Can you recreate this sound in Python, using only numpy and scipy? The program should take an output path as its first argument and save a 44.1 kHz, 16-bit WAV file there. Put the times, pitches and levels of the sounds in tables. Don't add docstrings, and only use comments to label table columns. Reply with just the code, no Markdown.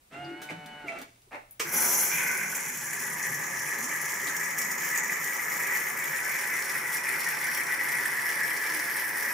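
import sys
import numpy as np
from scipy import signal
from scipy.fft import rfft, irfft, next_fast_len
from scipy.io import wavfile
from scipy.ndimage import uniform_filter1d, map_coordinates

SR = 44100
rng = np.random.default_rng(int(sys.argv[2]) if len(sys.argv) > 2 else 0)


def log_audio(samples):
    frames = np.atleast_2d(samples).T
    limited = np.clip(frames, -1, 1)
    pcm = np.round(limited * 32767).astype(np.int16)
    wavfile.write(sys.argv[1], SR, pcm)


N = 411453

# t/s, gear pitch/Hz
MOTOR_SPEED = [(0.11, 128.3), (0.148, 136.3), (0.2, 141.8), (0.272, 141.8), (0.34, 144.7), (0.43, 149),
               (0.8, 147.7), (0.845, 146.8), (0.882, 134), (0.912, 133), (0.95, 136), (0.98, 132.5)]
# f/Hz, density/dB
HOUSING_SPECTRUM = [(53, -47), (90, -31), (144, 2.5), (311, 1), (468, -3), (870, -3), (990, -10),
                    (1340, -5), (2230, -4.5), (4720, -20), (7730, -24), (8420, -23), (15000, -46)]
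# t/s, length/s, lift/dB
MILK_SURGES = [(2.1, 0.12, 1.5), (2.165, 0.3, 7), (2.385, 0.099, 5), (2.505, 0.094, 2.5), (2.95, 0.16, 2.5),
               (3.64, 0.2, 2), (4.872, 0.21, 3.5), (5.068, 0.14, 2.5), (5.444, 0.29, 1.5), (5.628, 0.2, 3),
               (7.076, 0.14, 3), (7.97, 0.034, 6)]
VALVE_S = 1.596
CLEAR_S = 0.0055
SWELL_S = 0.036
FOAM_S, FOAM_BUILD_S = 2.33, 5.43


def amp(db):
    return 10 ** (np.asarray(db) / 20)


def unit(x):
    return x / np.sqrt(np.mean(x ** 2) + 1e-20)


def along(points, hz):
    f, v = np.transpose(points)
    return np.interp(np.log(hz + 1), np.log(f + 1), v)


def clock():
    return np.arange(N) / SR


def curves(rows):
    s, *cols = np.transpose(rows)
    return [np.interp(clock(), s, c) for c in cols]


def ramp(start, length):
    return np.clip((clock() - start) / length, 0, 1)


def swell(start, attack, hold, release):
    return ramp(start, attack) * (1 - ramp(start + attack + hold, release))


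def wobble(rate, size=N):
    coarse = np.arange(0, size + 64, 64)
    knots = rng.standard_normal(int(size * rate / SR) + 4)
    return np.interp(np.arange(size), coarse, map_coordinates(knots, [coarse * rate / SR]))


def resonance(hz, centre_hz, half_width_hz):
    return 1 / (1 + ((hz - centre_hz) / half_width_hz) ** 2)


def filtered(x, response):
    size = next_fast_len(N + SR // 2)
    return irfft(rfft(x, size) * response(np.fft.rfftfreq(size, 1 / SR)), size)[..., :N]


def coloured(x, spectrum):
    return unit(filtered(x, lambda hz: amp(along(spectrum, hz))))


def noise(spectrum):
    return coloured(rng.standard_normal(N), spectrum)


def thin(x):
    return filtered(x, lambda hz: 1 - 1 / (1 + (hz / 100) ** 6))


def pops(count, scatter_db):
    sizes = amp(scatter_db * rng.standard_normal(count).clip(-2, 2))
    return np.bincount(rng.integers(0, N, count), sizes, N)


def bubbles(centre_hz, spread, cycles, scatter_db, count, size):
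    start = rng.integers(0, N, count)
    pitch, strength = rng.standard_normal((count, 2)).clip(-2, 2).T
    centre = np.broadcast_to(centre_hz, N)[start]
    hz = centre * np.exp(np.broadcast_to(spread, N)[start] * pitch)
    turns = hz[:, None] * np.arange(size) / SR
    envelope = np.exp(-turns / cycles) * (1 - np.exp(-2 * turns))
    rings = np.sin(2 * np.pi * turns) * envelope
    rings *= (amp(scatter_db * strength) * rng.choice([-1, 1], count))[:, None]
    where = (start[:, None] + np.arange(size)).ravel()
    return unit(np.bincount(where, rings.ravel(), N)[:N])


def add(track, start, piece):
    room_left = track[int(start * SR):]
    room_left[:len(piece)] += piece[:len(room_left)]


def strike(attack, t60):
    age = np.arange(SR // 4) / SR
    return np.clip(age / attack, 0, 1) * amp(-60 * age / t60)


def ping(hz, rough, attack, t60):
    drift = rough * np.sqrt(hz / SR) * np.cumsum(rng.standard_normal(SR // 4))
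    phase = 2 * np.pi * hz * np.arange(SR // 4) / SR + uniform_filter1d(drift, 20)
    return strike(attack, t60) * np.sin(phase)


def kitchen(x, near_db, room_db, side_db):
    # f/Hz, t60/s
    room_decay = [(150, 0.55), (1500, 0.4), (6000, 0.81), (15000, 0.013)]
    # f/Hz, level/dB
    side_colour = [(250, -25), (450, -9), (700, 0), (1200, 1.5), (2200, -2), (5000, -4.5), (9000, 0),
                   (13000, 3)]
    hz, t, z = signal.stft(rng.standard_normal((2, SR // 2)), SR, nperseg=256)
    tail = signal.istft(z * amp(-60 * t / along(room_decay, hz)[:, None]), SR, nperseg=256)[1]
    age = np.arange(tail.shape[1]) / SR
    near = rng.standard_normal(tail.shape) * amp(-60 * age / 0.1) * (age > 0.005)
    near *= amp([[near_db], [side_db]]) / np.linalg.norm(near[0])
    echo = amp(room_db) * tail * (age > 0.008) / np.linalg.norm(tail[0]) + near
    mid, side = signal.fftconvolve(x[None], echo, axes=1)[:, :N]
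    side = filtered(side, lambda f: amp(along(side_colour, f)))
    power = 1 + amp(room_db) ** 2 + amp(near_db) ** 2
    return np.array([x + mid + side, x + mid - side]) / np.sqrt(power)


def quiet():
    # f/Hz, density/dB
    quiet_spectrum = [(15, -29), (25, -1), (66, -5), (1050, -19.5), (3530, -21.5), (3830, -20), (4260, -23),
                      (7700, -23.5), (8580, -20), (9300, -23), (15500, -28)]
    return amp(-66.0) * noise(quiet_spectrum)


def hum():
    # f/Hz, level/dB, on/s, off/s
    hum_tones = [(118, -72, 0.84, 1.8), (147.2, -64.5, 5.3, 9.5), (55.2, -79.5, 5.4, 9.5),
                 (222.6, -68, 5.9, 12)]
    fade_s = 0.15
    total = np.zeros(N)
    for hz, db, on, off in hum_tones:
        level = amp(db + 1.3 * wobble(4.5))
        tone = np.sin(2 * np.pi * hz * clock() + 0.53 * wobble(5.6))
        total += level * tone * ramp(on, fade_s) * (1 - ramp(off, fade_s))
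    return np.sqrt(2) * total


def relay():
    # f/Hz, density/dB
    relay_spectrum = [(300, -30), (4000, -15), (6000, -7), (9000, -2), (12000, 12), (15500, -1)]
    relay_s, relay_db, ring_db = 1.5097, -40, -18
    tick = np.zeros(N)
    ring = amp(ring_db) * strike(attack=0.001, t60=0.13)
    add(tick, relay_s, strike(attack=0.0003, t60=0.014) + ring)
    return amp(relay_db) * tick * noise(relay_spectrum)


def rasp():
    # t/s, length/s, level/dB
    rasp_bursts = [(0.489, 0.019, -37), (0.879, 0.026, -36.5), (0.963, 0.037, -51)]
    # f/Hz, density/dB
    rasp_spectrum = [(600, -42), (1700, -28), (2080, 1), (2280, 7), (2480, -1), (2800, -25), (6000, -25),
                     (15000, -42)]
    level = sum(amp(db) * swell(s, 0.0035, length / 3, 2 * length / 3) for s, length, db in rasp_bursts)
    slips = unit(pops(count=7000, scatter_db=1)) + 0.5 * rng.standard_normal(N)
    return level * coloured(slips, rasp_spectrum)


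def shell():
    # f/Hz, level/dB, t60/s
    shell_modes = [(311, -1, 0.11), (400, -3, 0.09), (680, -4, 0.12), (860, -3, 0.07), (1400, -4, 0.05),
                   (2230, 1, 0.05)]
    return sum(amp(db + rng.normal(0, 2)) * ping(hz, rough=0.2, attack=0.0008, t60=t60)
               for hz, db, t60 in shell_modes)


def clicks_and_bumps():
    # t/s, level/dB, housing knock re click/dB, t60/s
    clicks = [(0.2423, -56, -14, 0.06), (0.417, -28, -8, 0.19), (0.498, -40, 7, 0.06),
              (0.506, -41.5, 5, 0.065), (0.66, -30, -18, 0.06), (0.8744, -37, -16, 0.068),
              (0.9867, -31, -18, 0.1), (1.0153, -26.5, -12, 0.056), (1.2186, -42, -35, 0.044),
              (4.272, -18, -16, 0.082)]
    # t/s, level/dB, f/Hz, t60/s
    bump_rows = [(0.16, -42, 302, 0.16), (0.243, -46.5, 4660, 0.099), (0.506, -35.5, 311, 0.21),
                 (0.511, -39, 163.5, 0.53), (0.57, -42, 165.3, 0.2), (0.654, -46, 228, 0.18),
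                 (0.72, -49, 212.2, 0.2), (0.838, -41, 294, 0.18), (0.846, -41, 393, 0.2),
                 (0.945, -39.5, 659, 0.18), (0.952, -42, 355, 0.15), (1.272, -52, 383, 0.09),
                 (1.6, -42, 475, 0.16), (1.648, -34.5, 340, 0.16)]
    # f/Hz, density/dB
    crack_spectrum = [(300, -40), (1500, -22), (3500, 10), (6000, 5), (9000, 3), (12000, 1), (15000, 2.5)]
    groan_s, groan_rise_s, groan_fall_s, groan_db, groan_hz = 0.15, 0.17, 0.15, -41, 336.6
    cracks, knocks, bumps = np.zeros((3, N))
    for s, db, knock_db, t60 in clicks:
        add(cracks, s, amp(db - 16.0) * strike(attack=0.00038, t60=t60))
        add(knocks, s, amp(db + knock_db - 7.5) * strike(attack=0.001, t60=0.16))
        add(bumps, s, amp(db + knock_db - 13) * shell())
    for s, db, hz, t60 in bump_rows:
        add(bumps, s, amp(db) * ping(hz, rough=0.45, attack=0.005, t60=t60))
    groan = np.sin(2 * np.pi * groan_hz * clock() + 0.69 * wobble(88.1))
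    groan *= amp(groan_db + 2.5 * wobble(38.0))
    groan *= np.sqrt(2) * swell(groan_s, groan_rise_s, 0, groan_fall_s)
    return cracks * noise(crack_spectrum) + thin(knocks * noise(HOUSING_SPECTRUM) + bumps + groan)


def load():
    free_hz, full_load_sag_hz = 145.4, 11
    return np.clip((free_hz - curves(MOTOR_SPEED)[0]) / full_load_sag_hz, 0, 1)


def running(attack, coast):
    on_s, off_s, decay_db_per_s = 0.098, 0.985, 328
    since_off = np.maximum(clock() - off_s - coast, 0)
    return ramp(on_s, attack) ** 2 * amp(-decay_db_per_s * since_off)


def rattle():
    # f/Hz, density/dB
    nudge_spectrum = [(88, -52), (150, -19), (337, -6.5), (409, -14), (567, -4), (720, -4.5), (883, -2),
                      (991, -11.5), (2100, -8), (2550, -10.5), (3090, -24.5), (5500, -32.5), (15000, -43)]
    rattle_db, rattle_load_db = -55, 7.5
    nudge_s, nudge_rise_s, nudge_hold_s = 1.308, 0.018, 0.028
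    nudge_db, nudge_fall_db_per_s = -41.5, 240
    teeth = unit(pops(count=20000, scatter_db=3.5)) + rng.standard_normal(N)
    teeth *= amp(1.6 * wobble(170))
    run = amp(rattle_db + rattle_load_db * load()) * running(attack=0.024, coast=0.023)
    since_peak = np.maximum(clock() - nudge_s - nudge_rise_s - nudge_hold_s, 0)
    nudge = ramp(nudge_s, nudge_rise_s) * amp(nudge_db - nudge_fall_db_per_s * since_peak)
    return run * coloured(teeth, HOUSING_SPECTRUM) + nudge * coloured(teeth, nudge_spectrum)


def motor():
    # multiple of gear pitch, level/dB
    gear_tones = [(1, -9), (2, -13), (3, -11), (4, -6), (5, -2), (6, 0), (7, -12), (8, -14), (9, -10),
                  (10, 0), (11, -4), (12, -10), (13, -8), (14, -13), (15, -1), (16, -14), (17, -15),
                  (18, -12), (20, 0), (25, -18), (28, -19), (30, -19)]
    # f/Hz, half width/Hz, lift/dB
    panel_modes = [(141.6, 3.8, 13), (690, 52, 9.5), (1450, 10, 11.5), (2184, 15, 7.5)]
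    whine_db, whine_load_db = -48.5, 5.5
    waver_depth_db, slop_rad = 2.3, 0.25
    size = 2 * SR
    pitch_hz, effort = curves(MOTOR_SPEED)[0][:size], load()[:size]
    jitter = (0.002 + 0.006 * effort) * wobble(90, size)
    turns = np.cumsum(pitch_hz * (1 + jitter)) / SR
    teeth = 5
    mesh_db = 7 * effort
    whine = np.zeros(N)
    for k, db in gear_tones:
        waver_db = waver_depth_db * wobble(26, size)
        slop = slop_rad * (1 + effort) * wobble(130, size)
        panel_db = sum(lift * resonance(k * pitch_hz, hz, width) for hz, width, lift in panel_modes)
        level = amp(db + waver_db + panel_db - mesh_db * (k % teeth > 0))
        whine[:size] += level * np.sin(2 * np.pi * (k * turns + rng.random()) + slop)
    whine /= np.linalg.norm([amp(db) for k, db in gear_tones]) / np.sqrt(2)
    return whine * amp(whine_db + whine_load_db * load()) * running(attack=0.06, coast=-0.015)


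def valve():
    # f/Hz, density/dB
    puff_spectrum = [(59, -43), (100, -17), (467, 3.5), (697, -15), (1260, 0), (1430, -7), (2180, 3),
                     (3850, -12), (5630, -2), (6810, -8), (8230, -8.5), (9950, -13), (15500, -14)]
    pressure = np.zeros(N)
    add(pressure, VALVE_S - 0.002, strike(attack=0.0044, t60=0.34) ** 2)
    return amp(-24.5) * pressure * noise(puff_spectrum)


def supply():
    start = VALVE_S + 0.02
    fill_s, fill_db = 0.05, -20
    return ramp(start, 0.02) * amp(fill_db * (1 - ramp(start, fill_s)))


def blast():
    return swell(1.701, attack=0.044, hold=0.24, release=0.41)


def roar():
    # f/Hz, density/dB
    roar_spectrum = [(100, -40), (200, -7), (350, -1), (560, -0.5), (700, -2), (870, 5), (1150, -7),
                     (1400, 1), (1700, -16), (2100, 1), (2700, -18), (3600, -13), (4300, -40)]
    return amp(-39.5) * swell(1.715, attack=0.022, hold=0.14, release=0.25) * noise(roar_spectrum)


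def slurp():
    # f/Hz, density/dB
    slurp_spectrum = [(900, -44), (1700, -6), (2400, 5), (2750, -9), (3300, -11), (3800, -24), (8000, -43)]
    spray = coloured(pops(count=16000, scatter_db=1), slurp_spectrum)
    return amp(-35) * swell(2.11, CLEAR_S, hold=0.089, release=0.08) * spray


def glugs():
    # t/s, length/s, level/dB, f/Hz
    air_glugs = [(1.73, 0.21, -44, 216.5), (2.375, 0.14, -49, 195.5), (2.97, 0.18, -55, 222),
                 (3.26, 0.2, -47, 146), (3.497, 0.08, -48, 147), (3.764, 0.12, -46.5, 228),
                 (3.8, 0.1, -50, 305), (4.566, 0.2, -47, 220), (4.98, 0.17, -51, 212.4),
                 (8.625, 0.27, -50, 305)]
    drift, flicker = 1.3 * wobble(55), amp(2 * wobble(45))
    tones = np.zeros(N)
    for s, length, db, hz in air_glugs:
        level = amp(db) * swell(s, SWELL_S, length / 2, length / 2)
        tones += level * np.sin(2 * np.pi * hz * clock() + drift)
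    return flicker * tones


def gulps(rows):
    return sum(db * ramp(s, SWELL_S) * (1 - ramp(s + length / 2, length / 2)) for s, length, db in rows)


def starving():
    return -5 * swell(2.59, attack=0.19, hold=0, release=0.19)


def glass(x):
    # t/s, f/Hz, gain/dB
    hollow = [(1.7, 1150, 0), (2.2, 1180, -4.5), (2.8, 1280, -4), (3.5, 1400, -10.5), (4.3, 1460, -2),
              (5.2, 1490, -1), (6, 1560, 2), (6.6, 1720, -0.5), (7.6, 1670, -5), (8.4, 1680, -0.5)]
    # on/s, off/s, f/Hz, half width/Hz, lift/dB
    glass_modes = [(2.91, 5.9, 1270, 40, 5.5), (5.85, 7.9, 1535, 21.7, 10), (6.25, 8.1, 1416, 26, 6.5),
                   (6.8, 7.3, 2800, 90, 6), (8.6, 9.5, 1690, 40, 0.5)]
    fade_s, hollow_half_width_hz = 0.28, 48
    hz, t, z = signal.stft(x, SR, nperseg=2048, noverlap=1536)
    hz = hz[:, None]
    hollow_hz, hollow_db = (np.interp(t, clock(), c) for c in curves(hollow))
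    gain_db = hollow_db * resonance(hz, hollow_hz, hollow_half_width_hz)
    for on, off, centre, width, lift in glass_modes:
        present = np.interp(t, clock(), ramp(on, fade_s) * (1 - ramp(off, fade_s)))
        gain_db = gain_db + lift * present * resonance(hz, centre, width)
    return signal.istft(z * amp(gain_db), SR, nperseg=2048, noverlap=1536)[1][:N]


def pour():
    # f/Hz, density/dB
    splash_spectrum = [(140, -55), (230, -8.5), (258, -19), (307, -4), (359, -9.5), (399, -4.5), (482, -8),
                       (512, -9.5), (540, -7), (583, -11.5), (668, -10), (748, -10.5), (806, -5.5),
                       (959, -3), (1400, -5), (1820, -6.5), (3080, -120)]
    # f/Hz, density/dB
    gurgle_spectrum = [(30, -50), (70, -30), (95, -2), (122, -6), (147, -0.5), (182, -3), (215, 2),
                       (255, -4), (330, -8), (600, -50)]
    splash_db, splash_growth_db, splash_blast_db = -44, 2.5, 3.5
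    gurgle_start_db, gurgle_calm_db = -52, -6.5
    foam = ramp(FOAM_S, FOAM_BUILD_S)
    level_db = splash_db + splash_growth_db * foam + splash_blast_db * blast()
    level_db += starving() + 0.34 * gulps(MILK_SURGES)
    gurgle_db = gurgle_start_db + gurgle_calm_db * foam
    drops = unit(pops(count=14000, scatter_db=3)) + rng.standard_normal(N)
    gurgle = bubbles(centre_hz=195, spread=0.3, cycles=2, scatter_db=1, count=2200, size=1800)
    liquid = amp(level_db) * coloured(drops, splash_spectrum)
    liquid += amp(gurgle_db) * coloured(gurgle, gurgle_spectrum)
    return thin(liquid * supply() + glugs())


def big_bubbles():
    # t/s, level/dB
    biggest = [(4.779, -24), (4.9468, -18), (5.0968, -16), (5.698, -19), (5.722, -15), (6.752, -17.5),
               (7.446, -24), (7.488, -17.5), (7.985, -18), (8.056, -16), (8.4067, -16), (8.955, -20),
               (9.156, -22)]
    track = np.zeros(N)
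    for s, db in biggest:
        hz = 1900 * np.exp(0.05 * rng.standard_normal())
        add(track, s, amp(db) * ping(hz, rough=0.3, attack=0.0015, t60=0.026))
    return track


def throttle():
    # t/s, clogging time/s, dip/dB
    choke_rows = [(2.732, 0.076, 0), (4.52, 0.045, -4), (4.742, 0.032, -8), (4.984, 0.046, -8),
                  (5.123, 0.069, -6.5), (5.912, 0.05, -6), (6.72, 0.12, -4), (6.973, 0.058, -9),
                  (7.62, 0.045, -7), (7.735, 0.052, -7)]
    chokes = sum(db * swell(s, length, 0, CLEAR_S) for s, length, db in choke_rows)
    return chokes + 0.25 * wobble(24)


def froth(flow_db):
    # t/s, centre pitch f/Hz, pitch scatter/natural log
    bubble_size = [(1.7, 1970, 0.16), (2.4, 1940, 0.38), (2.9, 1810, 0.16), (4, 1894, 0.11),
                   (5, 1960, 0.088), (7.2, 1987, 0.1), (8.1, 1900, 0.09), (9.33, 1844, 0.13)]
    # f/Hz, density/dB
    spout_spectrum = [(100, -70), (900, -26), (1400, -13), (1550, -4), (1700, 3.5), (2000, 3.5),
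                      (2200, -0.5), (2500, 1.5), (2700, -0.5), (3500, -6), (5000, -25)]
    # f/Hz, level/dB
    spout_modes = [(1421, -3), (1523, -3), (1599, -5), (1680, -2), (1728, 0), (1825, -1), (1951, 0),
                   (2016, -1), (2105, -2), (2150, -2), (2231, -3), (2277, -3), (2328, -4), (2511, -1)]
    # f/Hz, density/dB
    splutter_spectrum = [(710, -39), (1200, -47), (1480, 6.5), (1860, -3), (2050, 6.5), (2450, 0.5),
                         (2760, -18), (4000, -34), (5200, -56), (8800, -120)]
    froth_db, froth_growth_db = -38, 5
    plink_db, choke_share, mode_width_hz = -7.5, 0.63, 34
    centre_hz, spread = curves(bubble_size)
    burst = bubbles(centre_hz, spread, cycles=2.73, scatter_db=0.0, count=6500, size=450)
    direct = coloured(burst, spout_spectrum)

    def modes(f):
        damping = 1j * f * mode_width_hz
        return sum(amp(db) * damping / (c * c - f * f + damping) for c, db in spout_modes)

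    ring = filtered(direct, modes)
    lined = ramp(2.37, 0.573)
    splutter = coloured(burst + 4.0 * rng.standard_normal(N), splutter_spectrum)
    bubbling = np.sqrt(1 - lined) * splutter + np.sqrt(lined) * unit(direct + 2.5 * unit(ring))
    level_db = froth_db + froth_growth_db * ramp(FOAM_S, FOAM_BUILD_S)
    level_db += gulps(MILK_SURGES) + starving() + choke_share * flow_db
    level_db += 0.8 * wobble(14)
    plinks = bubbles(centre_hz, spread=0.1, cycles=17, scatter_db=4.5, count=700, size=1300)
    return amp(level_db) * (bubbling + amp(plink_db) * lined * plinks) * supply()


def sputter():
    lumps = wobble(100)
    return 1.7 * unit(lumps - uniform_filter1d(lumps, size=1500))


def flutter(x, patchy_db, top_db):
    hz, t, z = signal.stft(x, SR, nperseg=128)
    patch = np.outer(np.hanning(11), np.hanning(21))
    field = signal.convolve(rng.standard_normal(z.shape), patch, mode="same")
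    tilt = along([(7000, -0.5), (10000, -0.44), (13000, 0.7)], hz)
    gain = amp(patchy_db * unit(field) + np.outer(tilt, np.interp(t, clock(), top_db)))
    return signal.istft(z * gain, SR, nperseg=128)[1][:N]


def steam(flow_db):
    # t/s, fall time/s, lift/dB
    spit_rows = [(2.545, 0.027, 9), (2.678, 0.02, 4), (2.92, 0.28, 2.5), (3.223, 0.033, 4.5),
                 (4.092, 0.076, 5.5), (4.577, 0.025, 8), (4.697, 0.06, 4), (4.794, 0.14, 5),
                 (4.948, 0.049, 6.5), (5.21, 0.17, 2), (5.497, 0.16, 3), (5.7, 0.24, 2), (5.75, 0.043, 4.5),
                 (5.96, 0.04, 0), (6.916, 0.08, 5), (7.285, 0.06, 2.5), (7.544, 0.07, 3), (7.832, 0.03, 0),
                 (8.957, 0.1, 2), (9.167, 0.066, 3)]
    # t/s, nozzle state (0 dry, 1 milk, 2 foam)
    nozzle_fill = [(1.7, 0.041), (2.1, 0.082), (2.6, 0.35), (4, 0.45), (5.9, 1.48), (6.7, 1.89),
                   (9.33, 2.08)]
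    # f/Hz, density/dB
    dry_spectrum = [(1760, -21.5), (3000, -22.5), (3440, -22), (3740, -40), (4200, -19.5), (4560, -29),
                    (4990, -18.5), (5880, -6.5), (6890, -8.5), (8640, -17.5), (10100, -3.5), (11000, -12),
                    (12800, -0.5), (13800, -16), (15500, -4)]
    milk_spectrum = [(1760, -21), (3000, -4.5), (3130, -7), (3840, -14.5), (4440, -13.5), (5720, 1.5),
                     (6170, -1), (6660, 6), (8470, -5.5), (9980, -1), (11000, -19), (11400, -10),
                     (12800, -9), (14100, -9), (15500, -10.5)]
    foam_spectrum = [(1760, -18.5), (3000, -8.5), (3560, -11), (3870, -16), (4060, -12.5), (4690, -10.5),
                     (5450, -3), (6520, -9), (8580, -8), (9850, -1), (11600, -8.5), (12600, 0.5),
                     (14000, -7), (14900, -1), (15500, -4.5)]
    # f/Hz, half width/Hz, lift/dB
    nozzle_modes = [(10000, 54, 3.5), (11540, 59, 6), (12600, 50, 4.5)]
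    # t/s, tilt/dB
    sharpness = [(1.7, -3), (3.9, -2), (4.75, 6.5), (5.6, 5.5), (6.7, -3), (8.7, -4), (9.2, -0.5)]
    jet_db, sag_db_per_s, blast_db = -37, 0.09, 13.5
    spit_db = sum(db * swell(s, CLEAR_S, 0, length) for s, length, db in spit_rows)
    rush = blast()
    hiss_db = jet_db - sag_db_per_s * (clock() - VALVE_S) + blast_db * rush
    hiss_db += (1 - rush) * (flow_db + sputter()) + spit_db
    fill, = curves(nozzle_fill)
    droplet_decay = np.exp(-1 / (0.0016 * SR))
    droplets = signal.lfilter([1], [1, -droplet_decay], pops(count=2000, scatter_db=0.0))
    droplets = uniform_filter1d(droplets, size=30)
    flow = unit(2.5 + rush + (1 - rush) * droplets / droplets.mean())
    jet = flow * (rng.standard_normal(N) + 0.23 * unit(pops(count=9000, scatter_db=3.0)))
    hiss = np.zeros(N)
    for state, spectrum in enumerate([dry_spectrum, milk_spectrum, foam_spectrum]):
        share = np.clip(1 - abs(fill.clip(0, 2) - state), 0, 1)
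        hiss += share * coloured(jet, spectrum)
    hiss = unit(filtered(hiss, lambda f: amp(sum(
        lift * resonance(f, hz, width) for hz, width, lift in nozzle_modes))))
    return amp(hiss_db) * flutter(hiss, patchy_db=2.0, top_db=curves(sharpness)[0]) * supply()


def scene():
    background = kitchen(quiet(), near_db=-18, room_db=-36, side_db=3.0) + hum()
    whine = kitchen(motor(), near_db=-28, room_db=-19, side_db=-9)
    works = rattle() + clicks_and_bumps() + rasp() + relay() + thin(valve())
    drive = kitchen(works, near_db=-9.5, room_db=-11.0, side_db=1)
    flow_db = throttle()
    milk = thin(glass(froth(flow_db))) + slurp() + big_bubbles()
    bubbling = kitchen(milk, near_db=-15, room_db=-9, side_db=-5)
    splashing = kitchen(glass(pour()) + roar(), near_db=-7.5, room_db=-10.5, side_db=-4.5)
    hiss = kitchen(thin(steam(flow_db)), near_db=-7, room_db=-7.5, side_db=-3.5)
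    return background + whine + drive + bubbling + splashing + hiss


def record(dry):
    # f/Hz, left minus right/dB
    lean = [(400, 0.5), (800, -1.5), (2200, -0.8), (5500, 0), (8000, -1.5), (13000, 3.5)]
    top_hz = 15600
    return filtered(dry, lambda hz: amp(np.outer([0.5, -0.5], along(lean, hz))) * (hz < top_hz))


dry = scene()
out = record(dry)
log_audio(out)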